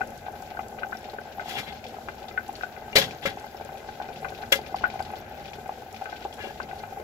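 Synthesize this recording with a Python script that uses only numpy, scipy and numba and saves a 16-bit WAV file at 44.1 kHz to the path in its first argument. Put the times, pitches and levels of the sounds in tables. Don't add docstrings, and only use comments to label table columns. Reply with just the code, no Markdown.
import sys
import numpy as np
from scipy import signal
from scipy.fft import rfft, irfft
from scipy.io import wavfile
from scipy.ndimage import uniform_filter1d
from numba import njit

SR = 44100
rng = np.random.default_rng(int(sys.argv[2]) if len(sys.argv) > 2 else 0)


def pcm_store(signal):
    levels = np.round(np.clip(np.atleast_2d(signal), -1, 1) * 32767)
    wavfile.write(sys.argv[1], SR, levels.astype(np.int16).T)


N = 310419
TIME = np.arange(N) / SR
FREQ = np.fft.rfftfreq(N, 1 / SR) + 1

# start_s, rumble_db, boil_db
SWELL = [(0.0, -45.5, 1.5), (0.23, -49.5, 0.5), (1.31, -50.5, 2.5), (1.49, -50, 5.5), (2.08, -49.5, -1),
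         (2.25, -51, 3), (3.04, -47.5, 3), (3.18, -54, 3), (3.29, -51, 6), (3.84, -50.5, 2),
         (4.29, -47.5, 3), (4.45, -47.5, 5), (5.0, -46.5, 6), (5.16, -48.5, 5.5), (5.65, -48.5, 1.5),
         (6.08, -52, 1), (6.68, -47, 3), (7.04, -51.5, 2)]

# pitch_hz, relative_level_db
HISS_COLOUR = [(150, -42), (250, -10), (519, -4.5), (775, -2), (1120, -26), (1550, -10.5), (1820, -21),
               (7440, -29.5), (7980, -30), (8550, -48.5), (11100, -29.5), (16000, -32)]
HISS_DB = -45.5
# pitch_hz, width_hz, relative_level_db
RUMBLE_MODES = [(83, 74, 1.5), (152.3, 5.7, -6), (229.3, 29, 2.5)]
# pitch_hz, correlation
LIKENESS = [(60, 0.97), (500, 0.88), (900, 0.83), (1400, 0.04), (15000, 0.016)]
# pitch_hz, left_minus_right_db
NOISE_LEAN = [(60, -1), (400, 3), (1300, 3), (2500, 9.5), (5000, 2), (9000, -3), (15000, 2.5)]

# start_s, first_mode_db, then relative to it low_gulp_db, second_mode_db, bright_snap_db
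BIG_BUBBLES = [(0.0075, -15, -16, -17, -13.5), (0.0141, -18, -5.5, 5.5, -8.5),
               (0.2638, -19, -24, -4.5, -14), (0.2828, -18, -12, -11, -33), (0.4235, -24, -21, -10, -16),
               (0.5166, -23, -19, -29, -30), (0.571, -40, -11, 18.5, -1), (0.5919, -15, -27, -14, -11.5),
               (0.7856, -29.5, 0, -1, -0.5), (0.8213, -19.5, -28, -11, -31), (0.8321, -30.5, -2, 17.5, 4.5),
               (0.846, -22, -13, -34, -36), (0.9273, -21, -28, 4, -13), (0.949, -20, -18, -9, -18),
               (1.1332, -22, -4, -15, -22), (1.1847, -25.5, 3.5, 5.5, -12), (1.2145, -23.5, -11, -21, -26),
               (1.3824, -20.5, -18, -27, -34), (1.3953, -27, -26, 11, -3), (1.4135, -18.5, -35, -27, -37),
               (1.4576, -21.5, -16, -16, -28), (1.482, -21, -21, -19, -31), (1.9849, -22, -20, -21, -25),
               (2.0862, -26.5, -4, 6, -2), (2.3756, -26, -16, 21, -1), (2.4934, -21, -27, -36, -44),
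               (2.609, -32, -19, 9.5, -2), (2.634, -17, -23, 2.5, -13.5), (2.763, -39.5, -18, 12, 1),
               (3.0805, -25, -32, -3, -19), (3.3714, -22.5, -7, -14, -29), (3.6095, -19.5, -5, -13, -28),
               (3.6904, -24, -11, -12, -16), (3.8884, -24, -25, -1.5, -14), (4.0002, -17.5, -22, -10, -29),
               (4.0148, -15.5, -24, -11, -22), (4.0871, -20, -7, -8.5, -15.5), (4.229, -22, -10, -29, -34),
               (4.2455, -26.5, -22, 9, 1), (4.2521, -28, -20, 6.5, -6), (4.3205, -22, -2, -7, -24),
               (4.4275, -22, -29, -26, -28), (4.4343, -28.5, -16, 6.5, -11), (4.5897, -19.5, -3, -15, -28),
               (4.7438, -12, -13, -21, -23), (4.8092, -22, -25, -25, -34), (4.84, -16, -23, 11, -5.5),
               (4.8542, -22.5, -21, 8, -4), (4.9955, -19.5, -22, -11, -29), (5.0033, -13, -22, -9, -26),
               (5.1349, -19.5, -9, -14, -16), (5.6574, -25.5, -3.5, -7, -10), (5.6926, -14, -19, -19, -24),
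               (6.0125, -22, -8, -13, -24), (6.0203, -17.5, -21, -17, -20), (6.056, -25.5, -10, 5.5, -5),
               (6.073, -28, -19, -7, -12), (6.1265, -21.5, -4, -4, -15), (6.216, -31, -16, -21, -26),
               (6.2504, -17, -2.5, -16, -29), (6.2565, -19, -18, -22, -29), (6.4388, -31, 10, 0, -13),
               (6.4495, -23, -22, -10, -25), (6.471, -22, 3.5, -17, -27), (6.6026, -25, -13, 8.5, -8),
               (6.7105, -32, -12, 6, -1), (6.8345, -23.5, -29, 0, -9), (6.9706, -23.5, -3, -25, -30),
               (6.9981, -28, 6.5, -11, -14)]
# pitch_hz, t60_s, relative_level_db (left port), left_minus_right_db, right_lag_rad
POT_MODES = [(769.2, 0.031, -3, 2.5, 0.41), (829, 0.055, -15.5, 7, 0.26), (976, 0.005, -7, 6.5, 0.04),
             (437, 0.025, -5, 1.5, 0.61), (550.6, 0.032, -6, 8.5, 1.5), (1480, 0.009, -4, 9.5, 3.87),
             (1540.4, 0.044, -3.5, 13, 3.7), (1772, 0.0043, -8, 1, 0.95), (1298, 0.026, -2.5, 32, 0.47),
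             (2037, 0.049, -7, 8, 0.62), (2440, 0.014, 0.5, 18, 1.4), (2767, 0.019, -8.5, 8, 0.89)]
MODE_GROUP = [0, 0, 0, 1, 1, 2, 2, 2, 3, 3, 3, 3]
MODE_SCATTER_DB = [2, 3, 2.5, 5]
SIMMER_PER_S = 220
BURST_RISE_S, SIMMER_RISE_S = 0.005, 0.0098
SOFT_DB, SHARP_DB = -26, -13
DETUNE, DAMPING_DB = 0.013, 1

# low_hz, high_hz, random_puff_db, t60_s
DROP_SIZES = [(1900, 4330, -59.5, 0.087), (2900, 5540, -63.5, 0.067), (4870, 10900, -64, 0.016)]
# start_s, peak_db
SPITS = [(0.073, -32.5), (0.1032, -34), (0.176, -33), (0.321, -37), (0.421, -32), (0.683, -32),
         (1.8851, -34), (2.151, -40), (2.48, -31), (2.5275, -32.5), (2.5666, -35), (3.3972, -33.5),
         (3.648, -32), (3.7806, -35.5), (4.3016, -33), (4.6748, -36.5), (4.764, -31.5), (5.005, -37),
         (5.0265, -30.5), (5.678, -35), (5.926, -32), (6.0412, -35.5), (6.3395, -28.5)]
# other_sizes_db, same_size_db
TICK_SPRAY_DB = [-15.5, -13.5]
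RANDOM_PUFFS_PER_S, PUFF_RISE_T60_S = 30, 0.0043
SPIT_CREST_DB = 8

# start_s, level_db (midway between ports), starting_pitch_hz
PLOPS = [(0.5908, -23.5, 1070), (0.9238, -24.5, 1290), (2.0858, -19.5, 1330), (2.3762, -31, 1470),
         (2.6316, -32, 1420), (4.2522, -21, 1080), (4.837, -16.5, 920), (6.0192, -27, 940),
         (6.6009, -20, 1020)]
PLOP_S, PLOP_GLIDE, PLOPS_PER_S = 0.0026, 0.11, 43

# start_s, level_db (midway between ports), starting_pitch_hz
TICKS = [(0.9705, -37.5, 5400), (1.0425, -35, 2280), (1.098, -36.5, 3980), (1.841, -32, 2420),
         (1.8663, -36, 3300), (2.2838, -34.5, 3500), (2.554, -33.5, 4360), (2.624, -34, 2760),
         (3.1092, -30.5, 2400), (3.569, -39.5, 5240), (4.16, -36.5, 2580), (4.2845, -35, 2360),
         (4.3485, -37, 2550), (4.6632, -35, 2400), (4.76, -35, 4530), (4.785, -33.5, 2400),
         (4.821, -36, 2780), (4.901, -32, 2330), (4.9928, -32, 2130), (5.025, -34.5, 4630),
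         (5.05, -41, 3920), (5.1562, -37.5, 3190), (5.456, -35, 2400), (5.5335, -32, 2390),
         (5.9444, -35.5, 2410), (5.963, -34.5, 2420), (6.0975, -40, 3170), (6.137, -42, 4050),
         (6.225, -40, 2870), (6.327, -36, 3200), (6.6296, -37.5, 4600), (6.792, -38.5, 4020)]
FIZZ_PER_S = 260
TICK_PAN_DB, TICK_PAN_SPREAD_DB = 9, 9

# start_s, length_s, rasp_db, brightness_db_per_register, ring_db, rubbed_pitch_hz
DRAGS = [(1.424, 0.097, -48.5, 1, -57, 3330), (1.473, 0.081, -40.5, 1.5, -48, 3000),
         (1.53, 0.06, -43.5, 1, -39.5, 3120), (1.561, 0.065, -35.5, -1, -42, 2400),
         (1.595, 0.072, -47.5, -1, -54, 3800), (1.658, 0.046, -44.5, -4, -51, 2080),
         (1.683, 0.036, -52, -4, -51, 3500), (3.216, 0.047, -40.5, -2.5, -52, 3300),
         (6.372, 0.079, -56.5, -2.5, -45, 1670), (6.376, 0.12, -54, 0, -46.5, 2700),
         (6.432, 0.12, -54, 0.5, -54, 1640)]
# thud_db, body_db, middle_db, upper_middle_db, treble_db
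DRAG_COLOUR_DB = [-11.5, -7.5, -1, -3.5, -8]
STROKE_PEAKINESS = 1.28

# start_s, level_db, base_t60_s, brightness_db_per_register
KNOCKS = [(2.9517, -11.5, 0.18, 3), (3.012, -34, 0.17, -1), (3.252, -25, 0.16, 0),
          (4.518, -17.5, 0.095, 4.5), (4.555, -39, 0.091, 4.5)]
# thud_db, body_db, middle_db, upper_middle_db, treble_db
KNOCK_COLOUR_DB = [-11.5, -11, -5, -9.5, -14.5]
RING_LONGER = [2.26, 1.26, 1.06, 1.2, 1.05]
KNOCK_RISE_PER_T60 = 0.046

# start_s, level_db, struck_pitch_hz
BLOWS = [(2.9298, -34.5, 2570), (2.956, -18.5, 510), (2.9605, -34, 2300), (2.9635, -11.5, 4430),
         (2.968, -13.5, 2370), (2.974, -16, 4300), (2.982, -19.5, 560), (2.9973, -30, 3600),
         (3.0162, -26, 3500), (3.021, -31, 1700), (3.033, -36, 3300), (3.047, -35, 3300),
         (3.063, -43, 4900), (3.2412, -39, 3320), (3.254, -23.5, 522), (3.2565, -17, 1350),
         (3.26, -27, 2090), (3.264, -38, 3300), (3.276, -28.5, 1900), (3.292, -36, 545),
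         (4.5213, -22.5, 555), (4.5245, -12.5, 3250), (4.527, -17, 2050), (4.533, -24, 1650),
         (4.538, -21, 1340), (4.556, -29, 550), (4.563, -38, 2980)]
# pitch_hz, width_hz, relative_level_db
WARE_MODES = [(439.7, 5.4, 0), (545, 34, 2.5), (1360, 40, -6.5), (1648, 30, 2.5), (2047, 16, -7),
              (2106, 46, 3), (2350, 31, 2.5), (2796, 25, 1.5), (3360, 51, 4.5), (3630, 82, -3),
              (4010, 66, 1), (4170, 39, -8.5), (4440, 39, -1.5), (5060, 96, -16)]
BLOW_OCTAVES, BLOW_SCATTER_DB = 0.17, 1
WARE_PAN_DB, WARE_RING_DB = 9.5, -11
RATTLE_ALIKE = 0.5

# pitch_hz, width_hz, depth (0 to 1)
PORT_DIPS = [(8440, 830, 1), (9210, 1370, 0.52)]
LEFT_LAG = 7
ROOM_T60_S, ROOM_DB = 0.062, -10.5
TOP_HZ = 15500


def undb(db):
    return 10 ** (np.asarray(db) / 20)


def unit(x):
    return x / np.sqrt(np.mean(x ** 2))


def decay_rate(t60):
    return np.log(1000) / (t60 * SR)


def on_log(table):
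    hz, value = np.transpose(table)
    return np.interp(np.log(FREQ), np.log(hz), value)


def band(x, lo_hz, hi_hz):
    return signal.sosfilt(signal.butter(2, [lo_hz, hi_hz], "band", fs=SR, output="sos"), x)


def ring(x, hz, t60):
    return signal.lfilter([1], [1, -np.exp(2j * np.pi * hz / SR - decay_rate(t60))], x)


def walk(rate):
    hold = int(SR / rate)
    steps = np.repeat(rng.standard_normal(N // hold + 1), hold)
    return uniform_filter1d(uniform_filter1d(steps, hold), hold)[:N]


def scatter(per_s, columns):
    chance = rng.random((int(per_s * N / SR), columns)).T
    size = np.minimum(-np.log(chance[1]), 3.0)
    return chance[0] * N / SR, size, chance[2:]


def train(s, size):
    return np.bincount((s * SR).astype(int), size, N)


def pair_of_noises():
    mid, side = rfft(rng.standard_normal((2, N)))
    alike, lean = on_log(LIKENESS), undb(on_log(NOISE_LEAN) / 2)
    mid, side = mid * np.sqrt(1 + alike), side * np.sqrt(1 - alike)
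    return np.array([(mid + side) * lean, (mid - side) / lean])


def flame_and_steam():
    spectrum = pair_of_noises() * undb(on_log(HISS_COLOUR)) * FREQ / (FREQ + 100)
    hiss = 0
    for octave in range(3, 11):
        share = np.clip(1 - abs(np.log2(FREQ / 16) - octave), 0, 1)
        hiss = hiss + irfft(spectrum * share, N) * undb(2.8 * walk(14))
    return unit(hiss) * undb(HISS_DB)


def far_rumble(rumble_db):
    far = unit(band(irfft(pair_of_noises(), N), 60, 420))
    modes = sum(undb(db) * unit(ring(far, hz, 1.96 / width).imag) for hz, width, db in RUMBLE_MODES)
    return unit(far + modes) * undb(rumble_db)


@njit
def bursts(start, hz, t60, rise, left, right, n, rate):
    out = np.zeros((2, n))
    for g in range(len(start)):
        turn = 2j * np.pi * hz[g] / rate
        mode_step = np.exp(turn - np.log(1000) / (t60[g] * rate))
        push_step = np.exp(turn - np.log(1000) / (rise[g] * rate))
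        push, mode = np.log(1000) / (rise[g] * rate) + 0j, 0j
        for i in range(start[g], min(start[g] + int((t60[g] + rise[g]) * rate), n)):
            mode = mode * mode_step + push
            push *= push_step
            out[0, i] += mode.imag * left[g]
            out[1, i] += (mode * right[g]).imag
    return out


def pot_bubbles(boil_db):
    s, first_db, *above_db = np.transpose(BIG_BUBBLES)
    listed_db = first_db + np.array([0 * s, *above_db])

    after = rng.random((len(s), 2, 3)).T
    after_s = (s + 0.004 + 0.03 * after[:, 0]).ravel()
    after_db = np.tile(listed_db, 3) - 15 - 12 * after[:, 1].ravel()

    t, size, trait = scatter(SIMMER_PER_S, columns=6)
    group_db = np.array([[-43], [-48], [-55], [-60]])
    simmer_db = 3.26 * size + group_db + 14 * (trait - 0.5) + boil_db[(t * SR).astype(int)]

    at = np.r_[s, after_s, t]
    level_db = np.hstack([listed_db, after_db, simmer_db])[MODE_GROUP]
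    big = np.arange(len(at)) < len(s)
    lean, late, tune, damp = rng.standard_normal((len(at), len(POT_MODES), 4)).T
    hz, t60, mode_db, pan_db, lag = np.transpose(POT_MODES)[:, :, None]
    place_db = np.array(MODE_SCATTER_DB)[MODE_GROUP, None] * lean * np.where(big, 0.5, 1)
    left = undb(level_db + mode_db + place_db)
    right = left * undb(-pan_db) * np.exp(-1j * lag)
    start = ((at + 0.0001 * abs(late)) * SR).astype(np.int64)
    rise = np.interp(level_db, [SOFT_DB, SHARP_DB], [SIMMER_RISE_S, BURST_RISE_S])
    traits = start, hz * (1 + DETUNE * tune), t60 * undb(DAMPING_DB * damp), rise, left, right
    return bursts(*(v.ravel() for v in traits), N, 1. * SR)


def spray():
    tick_s, tick_db, tick_hz = np.transpose(TICKS)
    spit_s, spit_db = np.transpose(SPITS)
    other_db, same_db = TICK_SPRAY_DB
    noise, out = irfft(pair_of_noises(), N), 0
    for lo_hz, hi_hz, level_db, t60 in DROP_SIZES:
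        t, size, _ = scatter(RANDOM_PUFFS_PER_S, columns=2)
        if hi_hz > 9000:
            listed = train(spit_s, undb(spit_db - SPIT_CREST_DB))
        else:
            same_size = (lo_hz < tick_hz) & (tick_hz < hi_hz)
            listed = train(tick_s, undb(tick_db + np.where(same_size, same_db, other_db)))
        pushes = train(t, undb(level_db + 4.3 * size)) + listed
        soft = ring(pushes, 0, PUFF_RISE_T60_S) * decay_rate(PUFF_RISE_T60_S)
        out = out + unit(band(noise, lo_hz, hi_hz)) * ring(soft, 0, t60).real
    return out


@njit
def grains(start, hz, cycles, size, glide, n):
    out = np.zeros((2, n))
    for g in range(len(start)):
        length = int(cycles[g] * SR / hz[g])
        phase = 0.
        for i in range(min(4 * length, n - start[g])):
            phase += 2 * np.pi * hz[g] * (1 + glide * i / length) / SR
            v = np.sin(phase) * np.exp(-2 * i / length)
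            out[0, start[g] + i] += v * size[0, g]
            out[1, start[g] + i] += v * size[1, g]
    return out


def plops(boil_db):
    t, size, trait = scatter(PLOPS_PER_S, columns=3)
    faint_db = -56 + 2.9 * size + boil_db[(t * SR).astype(int)]
    faint = [t, faint_db, 900 * 2.15 ** trait[0]]
    s, db, hz = np.hstack([np.transpose(PLOPS), faint])
    gain = undb(db + np.array([[4.], [-4.]]))
    return grains((s * SR).astype(np.int64), hz, hz * PLOP_S, gain, PLOP_GLIDE, N)


def ticks(boil_db):
    t, size, trait = scatter(FIZZ_PER_S, columns=3)
    fizz_db = -60.5 + 5.0 * size + boil_db[(t * SR).astype(int)]
    fizz = [t, fizz_db, 1800 * 11.6 ** trait[0] ** 1.45]
    s, db, hz = np.hstack([np.transpose(TICKS), fizz])
    length_s = np.r_[np.full(len(TICKS), 0.0035), np.full(len(t), 0.0015)]
    pan_db = TICK_PAN_DB + TICK_PAN_SPREAD_DB * (rng.random(len(s)) - 0.5)
    gain = undb(db + np.array([pan_db, -pan_db]) / 2)
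    return grains((s * SR).astype(np.int64), hz, hz * length_s, gain, 0.057, N)


def drag_strokes():
    step, shape, rub = np.arange(5) - 2, np.zeros((5, N)), []
    roughness = undb(1.2 * walk(90))
    for s, length, db, bright_db, ring_db, centre_hz in DRAGS:
        swell = np.sin(np.pi * np.clip((TIME - s) / length, 0, 1)).clip(0)
        stroke = swell ** STROKE_PEAKINESS * roughness
        shape += undb(db + bright_db * step + DRAG_COLOUR_DB)[:, None] * stroke
        rub.append((centre_hz, undb(ring_db) * stroke))
    return shape, rub


def knock_decays():
    step, shape = np.arange(5) - 2, np.zeros((5, N))
    for s, db, t60, bright_db in KNOCKS:
        t, rise = np.maximum(TIME - s, 0), KNOCK_RISE_PER_T60 * t60
        register_t60 = np.multiply(t60, RING_LONGER)[:, None]
        decay = 1000 ** (-np.maximum(t - rise, 0) / register_t60)
        blow = np.minimum(t / rise, 1) ** 2 * decay
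        shape += undb(db + bright_db * step + KNOCK_COLOUR_DB)[:, None] * blow
    return shape


def rattle_registers():
    lean = undb(WARE_PAN_DB / 2 * np.minimum(FREQ / 1500, 1))
    left_delay = np.exp(-2j * np.pi * FREQ * LEFT_LAG / SR)
    direct = rfft(rng.standard_normal(N)) * np.array([lean * left_delay, 1 / lean])
    mixed = RATTLE_ALIKE * direct + (1 - RATTLE_ALIKE) * pair_of_noises()
    noise = unit(irfft(mixed / np.sqrt(FREQ + 5000), N))
    rings = sum(undb(db) * unit(ring(noise, hz, np.log(1000) / np.pi / width).imag)
                for hz, width, db in WARE_MODES)
    body = noise + undb(WARE_RING_DB) * unit(rings)
    edges_hz = [(120, 240), (410, 900), (1400, 3000), (3000, 5200), (5000, 15000)]
    return [(-1) ** k * unit(band(body, lo, hi)) for k, (lo, hi) in enumerate(edges_hz)]


def struck_ware(rub):
    s, db, centre_hz = np.transpose(BLOWS)
    place, out = rng.standard_normal((len(s), len(WARE_MODES))).T, np.zeros((2, N))
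    for (hz, width, mode_db), lean in zip(WARE_MODES, place):
        def reach(centre):
            return np.exp(-0.5 * (np.log2(hz / centre) / BLOW_OCTAVES) ** 2)

        push = train(s, undb(db + BLOW_SCATTER_DB * lean) * reach(centre_hz))
        rubbing = sum(reach(c) * stroke for c, stroke in rub)
        push = push + np.sqrt(4 * np.pi * width / SR) * rng.standard_normal(N) * rubbing
        mode = ring(push, hz, np.log(1000) / np.pi / width) * undb(mode_db)
        gain = undb(WARE_PAN_DB / 2 * min(hz / 1500, 1))
        right_lead = np.exp(2j * np.pi * hz * LEFT_LAG / SR)
        out += np.array([mode.imag * gain, (mode * right_lead).imag / gain])
    return out


def knocks_and_drags():
    drag_shape, rub = drag_strokes()
    shape = drag_shape + knock_decays()
    rattle = sum(e * undb(2.8 * walk(220)) * part for e, part in zip(shape, rattle_registers()))
    return rattle + struck_ware(rub)


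def room(x):
    t = np.arange(int(0.3 * SR)) / SR
    tail = rng.standard_normal((2, len(t))) * 1000 ** (-t / ROOM_T60_S) * (t > 0.004)
    tail /= np.sqrt(np.sum(tail ** 2, axis=1, keepdims=True))
    return signal.fftconvolve(x, tail, axes=1)[:, :N] * undb(ROOM_DB)


def scene():
    s, *columns = np.transpose(SWELL)
    rumble_db, boil_db = (np.interp(TIME, s, c) for c in columns)
    near = pot_bubbles(boil_db) + plops(boil_db) + ticks(boil_db)
    near[0] = np.roll(near[0], LEFT_LAG)
    near = near + spray() + knocks_and_drags()
    return near + room(near) + flame_and_steam() + far_rumble(rumble_db)


def record(dry):
    for hz, width, depth in PORT_DIPS:
        dry = dry - depth * signal.lfilter(*signal.iirpeak(hz, hz / width, SR), dry)
    rounded = 0.94 * np.tanh(dry / 0.94)
    top_cut = signal.cheby2(16, 70, TOP_HZ + 900, fs=SR, output="sos")
    return signal.sosfilt(top_cut, rounded)


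dry = scene()
out = record(dry)
pcm_store(out)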